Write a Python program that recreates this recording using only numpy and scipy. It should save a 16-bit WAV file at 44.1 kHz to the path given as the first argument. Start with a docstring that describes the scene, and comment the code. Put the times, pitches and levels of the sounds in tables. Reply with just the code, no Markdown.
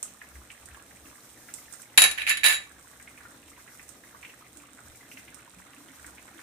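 """A gas burner hisses under a thick stew that pops, gurgles and spits in a frying pan.
Each bubble is a puff of noise through its cavity; each spit is a bright snap. Two seconds in, a
pressed-glass bowl is put down among kitchenware: it clinks, bounces, scrapes along its patterned rim
and rattles to rest, every contact ringing the glass. The small tiled kitchen adds a short reverb,
and the close, hand-held microphone rumbles faintly."""
import sys
import numpy as np
from scipy import signal
from scipy.fft import rfft, irfft, next_fast_len
from scipy.io import wavfile
from scipy.ndimage import map_coordinates

SR = 44100
rng = np.random.default_rng(int(sys.argv[2]) if len(sys.argv) > 2 else 0)


def transcribe(u):
    """Save the signal u as a 16-bit wav file named by the first command-line argument.

    u: samples, shape (n,) or (channels, n), limited to [-1, 1]; the rate is SR.
    q: integer samples, one column per channel.
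    """
    v = np.clip(np.atleast_2d(u).T, -1, 1)
    q = np.round(v * 32767).astype(np.int16)
    wavfile.write(sys.argv[1], SR, q)


N = 283122


def amp(db):
    """Decibels to gain."""
    return 10 ** (np.asarray(db) / 20)


def unit(x):
    """x at rms 1."""
    return x / np.sqrt(np.mean(x ** 2) + 1e-20)


def curve(points, hz):
    """Breakpoints (frequency [Hz], value) joined on a log axis and read at hz."""
    freqs, values = np.transpose(points)
    return np.interp(np.log(hz + 1), np.log(freqs + 1), values)


def wobble(rate):
    """Smooth random modulation, with rate knots a second."""
    return map_coordinates(rng.standard_normal(int(N * rate / SR) + 4), [np.arange(N) * rate / SR])


def filtered(x, response):
    """x through an EQ whose gain is response(hz)."""
    n = x.shape[-1]
    padded = next_fast_len(n + n // 8)
    return irfft(rfft(x, padded) * response(np.fft.rfftfreq(padded, 1 / SR)), padded)[..., :n]


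def panned(pan_db):
    """Left and right gains; positive leans left."""
    return amp(np.array([[pan_db], [-pan_db]]) / 2)


def add(track, start, sound):
    """Mix a sound into a stereo track at start seconds."""
    i = int(np.clip(round(start * SR), 0, N - 1))
    track[:, i:i + sound.shape[-1]] += sound[..., :N - i]


# Stereo image of the noise beds: (frequency [Hz], left-right correlation [-1 to 1])
STEREO_IMAGE = [(60, 0.98), (180, 0.95), (550, 0.89), (1650, 0.59), (4970, -0.11), (15000, 0.038)]
def noise_bed(eq):
    """Shaped stereo noise at rms 1, nearly mono in the bass and wide in the treble."""
    def mid_side_gains(hz):
        angle = np.arccos(np.clip(curve(STEREO_IMAGE, hz), -1, 1)) / 2
        return amp(curve(eq, hz)) * [np.cos(angle), np.sin(angle)]
    mid, side = filtered(rng.standard_normal((2, N)), mid_side_gains)
    return unit(np.array([mid + side, mid - side]))


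# Reverb decay of the kitchen: (frequency [Hz], t60 [s])
ROOM_DECAY = [(200, .33), (2000, .3), (4000, .27), (7000, .25), (14000, .16)]
def kitchen(dry, wet_db):
    """Add the reflections of the tiled walls, whose treble dies first."""
    hz, t, spectrum = signal.stft(rng.standard_normal((2, SR // 2)), SR, nperseg=256)
    decay = amp(-60 * t / curve(ROOM_DECAY, hz)[:, None])
    tail = signal.istft(spectrum * decay, SR, nperseg=256)[1]
    tail = np.pad(tail / np.linalg.norm(tail[0]), ((0, 0), (SR // 300, 0)))  # pre-delay
    return dry + amp(wet_db) * signal.fftconvolve(dry, tail, axes=1)[:, :N]


# EQ of the handling rumble: (frequency [Hz], gain [dB])
RUMBLE_EQ = [(20, -16), (45, -19), (68, 5), (85, -10.5), (130, -13), (300, -59)]
# Soft bumps of the microphone: (time [s], length [s], level [dB])
MIC_BUMPS = [(0.319, 0.14, -52), (0.595, 0.2, -54), (0.96, 0.19, -63), (4.8, 0.18, -56), (5.51, .12, -62)]
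def handling():
    """The hand's tremor makes a faint rumble that swells as it moves the microphone."""
    t = np.arange(N) / SR
    bumps = sum(amp(db) * np.sin(np.pi * np.clip((t - start) / length, 0, 1)) ** 2
                for start, length, db in MIC_BUMPS)
    tremor = amp(-68.5 + 3.5 * wobble(8.9))
    return (tremor + bumps) * noise_bed(RUMBLE_EQ) * panned(1.5)


# EQs of the low flame and the gas hiss: (frequency [Hz], gain [dB])
FLAME_EQ = [(60, -35), (112, 2.5), (150, -5), (220, -0.5), (300, 1), (390, -6.5), (480, -4), (750, -8.5),
            (1200, -33), (3000, -49)]
HISS_EQ = [(2000, -31.5), (3800, -15), (4900, -6.5), (5800, -2), (7500, -4.5), (8800, -2.5), (10300, -5),
           (12500, -5.5), (15500, -8)]
def burner(flame_db=-60.5, hiss_db=-57):
    """The gas flame flutters low under a constant, flickering hiss."""
    flame = amp(flame_db + 1.2 * wobble(16)) * noise_bed(FLAME_EQ)
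    hiss = amp(hiss_db + 2.04 * wobble(3.937) + 2.1 * wobble(37)) * noise_bed(HISS_EQ)
    return flame * panned(1.1) + hiss * panned(-0.69)


# Bright EQ of spitting sauce: (frequency [Hz], gain [dB])
SPIT_EQ = [(1500, -20), (4500, -18.5), (6000, -8), (8500, 2.5), (11000, -13.5), (15000, -18)]
def spit_tone(x):
    """Give x the thin, sharp tone of spitting sauce, at rms 1."""
    return unit(filtered(x, lambda hz: amp(curve(SPIT_EQ, hz))))


def sizzle(level_db, count=1500):
    """Countless tiny spits around the edge of the pan, one impulse each."""
    onsets = rng.integers(0, N, count)
    impulses = np.array([np.bincount(onsets, rng.standard_normal(count), N) for side in range(2)])
    return amp(level_db) * spit_tone(impulses) * panned(-15.0)


# Ticks that stand out of the sizzle: (time [s], level [dB], pan [dB])
SPIT_CUES = [(0.0285, -21.5, -3.5), (0.5163, -41, -15), (0.657, -36, -12), (1.5393, -27, -9.5),
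             (1.7252, -34, -19.5), (1.7373, -33, -23.5), (1.819, -36, -20), (3.026, -40, 3.5),
             (3.891, -35.5, -20), (4.5712, -36.5, -10), (4.9585, -43.5, 12), (5.3447, -35.5, -24),
             (6.0651, -37.5, -4)]
def spits():
    """Sharp snaps with a faint tail of fizz, like sauce spitting on the hot rim."""
    out, t = np.zeros((2, N)), np.arange(SR // 10) / SR
    snap = amp(-2.5 - 60 * t / 0.019)
    fizz = amp(-17.0 - 60 * t / 0.14)
    for start, db, pan_db in SPIT_CUES:
        spray = spit_tone(rng.standard_normal((2, len(t))))
        add(out, start, amp(db) * unit(panned(pan_db)) * spray * (snap + fizz))
    return out


def cavity(noise, pitch_hz, width):
    """Noise through a bubble's resonance, at rms 1; width is a fraction of the pitch."""
    return unit(filtered(noise, lambda hz: 1 / (1 + ((hz - pitch_hz) / (width * pitch_hz)) ** 2)))


# Deep bubbles at the bottom of the pan: (time [s], level [dB], pitch [Hz])
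GURGLE_CUES = [(1.05, -45.5, 293), (4.556, -46, 295), (4.712, -49, 270), (5.133, -47, 254),
               (5.287, -44, 280), (5.559, -43, 205), (5.775, -37.5, 296), (5.869, -43, 264),
               (6.055, -46.5, 308), (6.341, -44, 323)]
def gurgles(t60=0.18, attack=0.0096):
    """Large bubbles throb inside the thick sauce, swelling softly."""
    out, t = np.zeros((2, N)), np.arange(SR // 5) / SR
    for start, db, pitch_hz in GURGLE_CUES:
        throb = cavity(rng.standard_normal(len(t)), pitch_hz, width=0.081)
        envelope = amp(db - 3.0 - 60 * t / t60) * (1 - np.exp(-t / attack))
        add(out, start, envelope * throb)
    return out


def random_bubbles(boil_db, spread_db, centre_hz, count):
    """Scattered bubbles whose level rides the boil: (time [s], level [dB], pitch [Hz])."""
    onsets = rng.integers(0, N, count)
    size, detune = rng.standard_normal((count, 2)).T
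    db = boil_db[onsets] + spread_db * np.clip(size, -2, 2)
    return np.column_stack([onsets / SR, db, centre_hz * np.exp(.27 * detune)])


def burst(bubbles, t60, width, attack):
    """Each bursting bubble is a short puff through the resonance of its cavity."""
    out, t = np.zeros((2, N)), np.arange(SR // 25) / SR
    for start, db, pitch_hz in bubbles:
        mid, side = cavity(rng.standard_normal((2, len(t))), pitch_hz, width)
        envelope = amp(db - 60 * t / t60) * (1 - np.exp(-t / attack))
        add(out, start, envelope * np.array([mid + 0.46 * side, mid - 0.77 * side]))
    return out


# The loudest bubbles bursting: (time [s], level [dB], pitch [Hz])
POP_CUES = [(0.2157, -37, 1860), (0.354, -44.5, 1850), (0.5015, -37.5, 2460), (0.7451, -42, 1610),
            (0.9073, -47, 1740), (1.486, -42.5, 1820), (1.737, -43, 1560), (2.9983, -41, 1840),
            (3.0735, -39.5, 2150), (3.175, -44, 2140), (3.2053, -45.5, 1540), (3.2525, -39.5, 1480),
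            (3.6766, -43.5, 2094), (3.7938, -40, 2120), (4.0364, -46, 1920), (4.146, -42, 1220),
            (4.2272, -38, 2250), (4.2481, -36.5, 2460), (4.2956, -42, 2410), (4.786, -44, 1440),
            (5.1148, -42.5, 2500), (5.1705, -37.5, 2300), (5.2782, -40, 2230), (6.0433, -40, 1680),
            (6.1815, -40.5, 2200), (6.279, -42, 1730), (6.3895, -39.5, 1620)]
# EQ of the seething bed: (frequency [Hz], gain [dB])
SEETHE_EQ = [(300, -23.5), (800, -2), (1500, -3.5), (2100, -3), (2800, -7.5), (4000, -4.5), (5000, -20),
             (8000, -42)]
def stew(rise_db_per_s=0.12):
    """Big pops over small bubbles, crackle and seething that creep up as the stew nears the boil."""
    boil_db = -58.5 + rise_db_per_s * np.arange(N) / SR + 0.55 * wobble(3.146)
    big = amp(-3.5) * burst(POP_CUES, t60=0.064, width=0.21, attack=0.0007)
    small_bubbles = random_bubbles(boil_db, spread_db=2.5, centre_hz=1580, count=480)
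    small = amp(3.0) * burst(small_bubbles, t60=0.041, width=0.14, attack=0.00068)
    fine_bubbles = random_bubbles(boil_db, spread_db=6.5, centre_hz=2300, count=260)
    crackle = amp(-0.8) * burst(fine_bubbles, t60=0.011, width=0.39, attack=0.00036)
    seethe = amp(boil_db - 3.5 + 0.88 * wobble(25)) * noise_bed(SEETHE_EQ)
    return big + small + crackle + seethe


# Clustered modes of the bowl, damped by the hand: (frequency [Hz], level [dB], t60 [s])
GLASS_MODES = [(1730, -2, .06), (1764, -2, .12), (1984, -11, .14), (2197, -13, .14), (2275, -14, .13),
               (2333, -11, .16), (2482, -13, .12), (2672, -9, .16), (2786, -11, .14), (3865, 0, .14),
               (4517, -11, .14), (6298, -12, .12), (7090, -6, .1), (7157, -1, .08), (7230, -5, .05),
               (9090, -16, .1), (10230, -5, .03), (10300, -3, .08), (10357, 0, .12), (10900, -3, .035),
               (10957, -2, .11), (12100, -17, .03), (13960, -9, .04), (14380, -4, .03), (14430, -10, .06)]
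# EQ of the dense, quickly damped clatter of glass and kitchenware: (frequency [Hz], gain [dB])
CLATTER_EQ = [(80, -47.5), (250, 1), (500, -1.5), (750, 10.5), (1200, 1.5), (1750, 0), (2500, 6),
              (3300, -0.5), (4300, -2), (5200, -8.5), (8000, -9), (9700, -13.5), (10700, 3), (11700, -14.5),
              (13000, -11.5), (15500, -40)]
def strike(contacts, clatter_t60, clatter_db, ring_db, scatter_db):
    """Each contact gives a short clatter and rings the glass modes at new strengths and phases."""
    out, t = np.zeros((2, N)), np.arange(SR // 5) / SR
    mode_hz, mode_db, mode_t60 = np.transpose(GLASS_MODES)
    decays = amp(mode_db[:, None] - 60 * t / mode_t60[:, None])
    bloom = 1 - np.exp(-t / 0.00021)  # the ring takes a moment to spread around the bowl
    modes = decays * bloom * np.exp(2j * np.pi * mode_hz[:, None] * t)
    clatter_envelope = (amp(-60 * t / clatter_t60) * (1 - np.exp(-t / 0.00087)))[:SR // 12]
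    per_mode = (2, len(mode_hz))
    for start, db, knock_db, treble_db, pan_db in contacts:
        # heavy contacts knock, hard ones are bright, light ones only rasp in the mids
        hit_eq = [(900, knock_db), (1700, 3.5 + 0.17 * knock_db), (2400, 0),
                  (3800, 0.56 * treble_db), (5500, treble_db)]
        noise = rng.standard_normal((2, len(clatter_envelope)))
        clatter = filtered(noise, lambda hz: amp(curve(CLATTER_EQ, hz) + curve(hit_eq, hz)))
        strengths = amp(curve(hit_eq, mode_hz) + scatter_db * rng.standard_normal(per_mode))
        phases = np.exp(2j * np.pi * rng.random(per_mode))
        ring = ((strengths * phases) @ modes).imag
        add(out, start, amp(db + clatter_db) * panned(pan_db) * clatter * clatter_envelope)
        add(out, start, amp(db + ring_db) * panned(pan_db) * ring)
    return out


def scrape(start, length, force_db, knock_db, treble_db, ring_db, pan_db):
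    """The patterned rim chatters over the kitchenware as the push eases off, then lets go."""
    ridges_per_s, ease_db_per_s = 270, 93
    release_s, release_db_per_s = .06, 449.5
    count = int((length + release_s) * ridges_per_s)
    jitter, catch = rng.random((count, 2)).T
    t = (np.arange(count) + jitter) / ridges_per_s
    push_db = force_db - ease_db_per_s * t - release_db_per_s * np.maximum(t - length, 0)
    ridge_db = push_db + 1.5 * (2 * catch - 1)  # some ridges catch harder than others
    contacts = [(start + delay, db, knock_db, treble_db, pan_db) for delay, db in zip(t, ridge_db)]
    return strike(contacts, clatter_t60=0.01, clatter_db=11, ring_db=ring_db, scatter_db=2.0)


# Clear hits of the bowl: (time [s], level [dB], knock [dB], treble [dB], pan [dB])
BOWL_HITS = [(1.9755, -1, -23, 2, -0.5), (1.9795, -2.5, -11, -4, 3.5), (2.0185, -4.5, -13, 4.5, 0.5),
             (2.0387, -6, -19, 1, 0.5), (2.0511, -11, -12, -22, -5), (2.1121, -24.5, -8, 5.5, 3.5),
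             (2.183, -21, -46, -22.5, -17), (2.2172, -15, -43, -15.5, -2.5), (2.2264, -24, -23, -28, -9),
             (2.2665, -13, -36, -16.5, -7.5), (2.2935, -23.5, -30, 12.5, -3.5), (2.2988, -7, -49, -11, -3),
             (2.3095, -7, -28, -12, -3.5), (2.371, -18.5, -20, -3.5, -3), (2.4335, -12, -25, -10, -10.5),
             (2.4401, -12, -24, 3, -2), (2.4595, -9.5, -23.5, 1.5, -8.5)]
# Slides of its rim: (time [s], length [s], force [dB], knock [dB], treble [dB], ring [dB], pan [dB])
RIM_SCRAPES = [(1.981, .005, -16.5, -9, 8, -15, -5), (2.03, 0.028, -20.5, -6, 0, -14, -6),
               (2.175, 0.046, -22.5, -23, -10.5, -18.5, -1), (2.272, .05, -16, -23, -6.5, -17.5, -2.5),
               (2.367, .008, -31.5, -30, -1, -19, 0.5), (2.441, 0.1, -13, -15, -2, -12.5, -3)]
def bowl():
    """The glass bowl clinks and bounces, scrapes, and rattles to rest."""
    clinks = strike(BOWL_HITS, clatter_t60=0.036, clatter_db=1.5, ring_db=-15.0, scatter_db=1.4)
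    return clinks + sum(scrape(*cue) for cue in RIM_SCRAPES)


def scene():
    """Pan and bowl in the kitchen reverb, over the dry burner and handling rumble."""
    bubbling = kitchen(stew() + gurgles(), wet_db=-6.5) * panned(-1.2)
    spitting = kitchen(spits() + sizzle(level_db=-65.5), wet_db=-6.0)
    glass = kitchen(bowl(), wet_db=-7)
    return burner() + handling() + bubbling + spitting + glass


def record(dry):
    """Soft saturation rounds off the loudest clinks; a brick-wall low-pass trims the top."""
    cutoff_hz = 15550
    saturated = dry / (1 + np.abs(dry) ** 4) ** (1 / 4)
    return filtered(saturated, lambda hz: hz < cutoff_hz)


dry = scene()
out = record(dry)
transcribe(out)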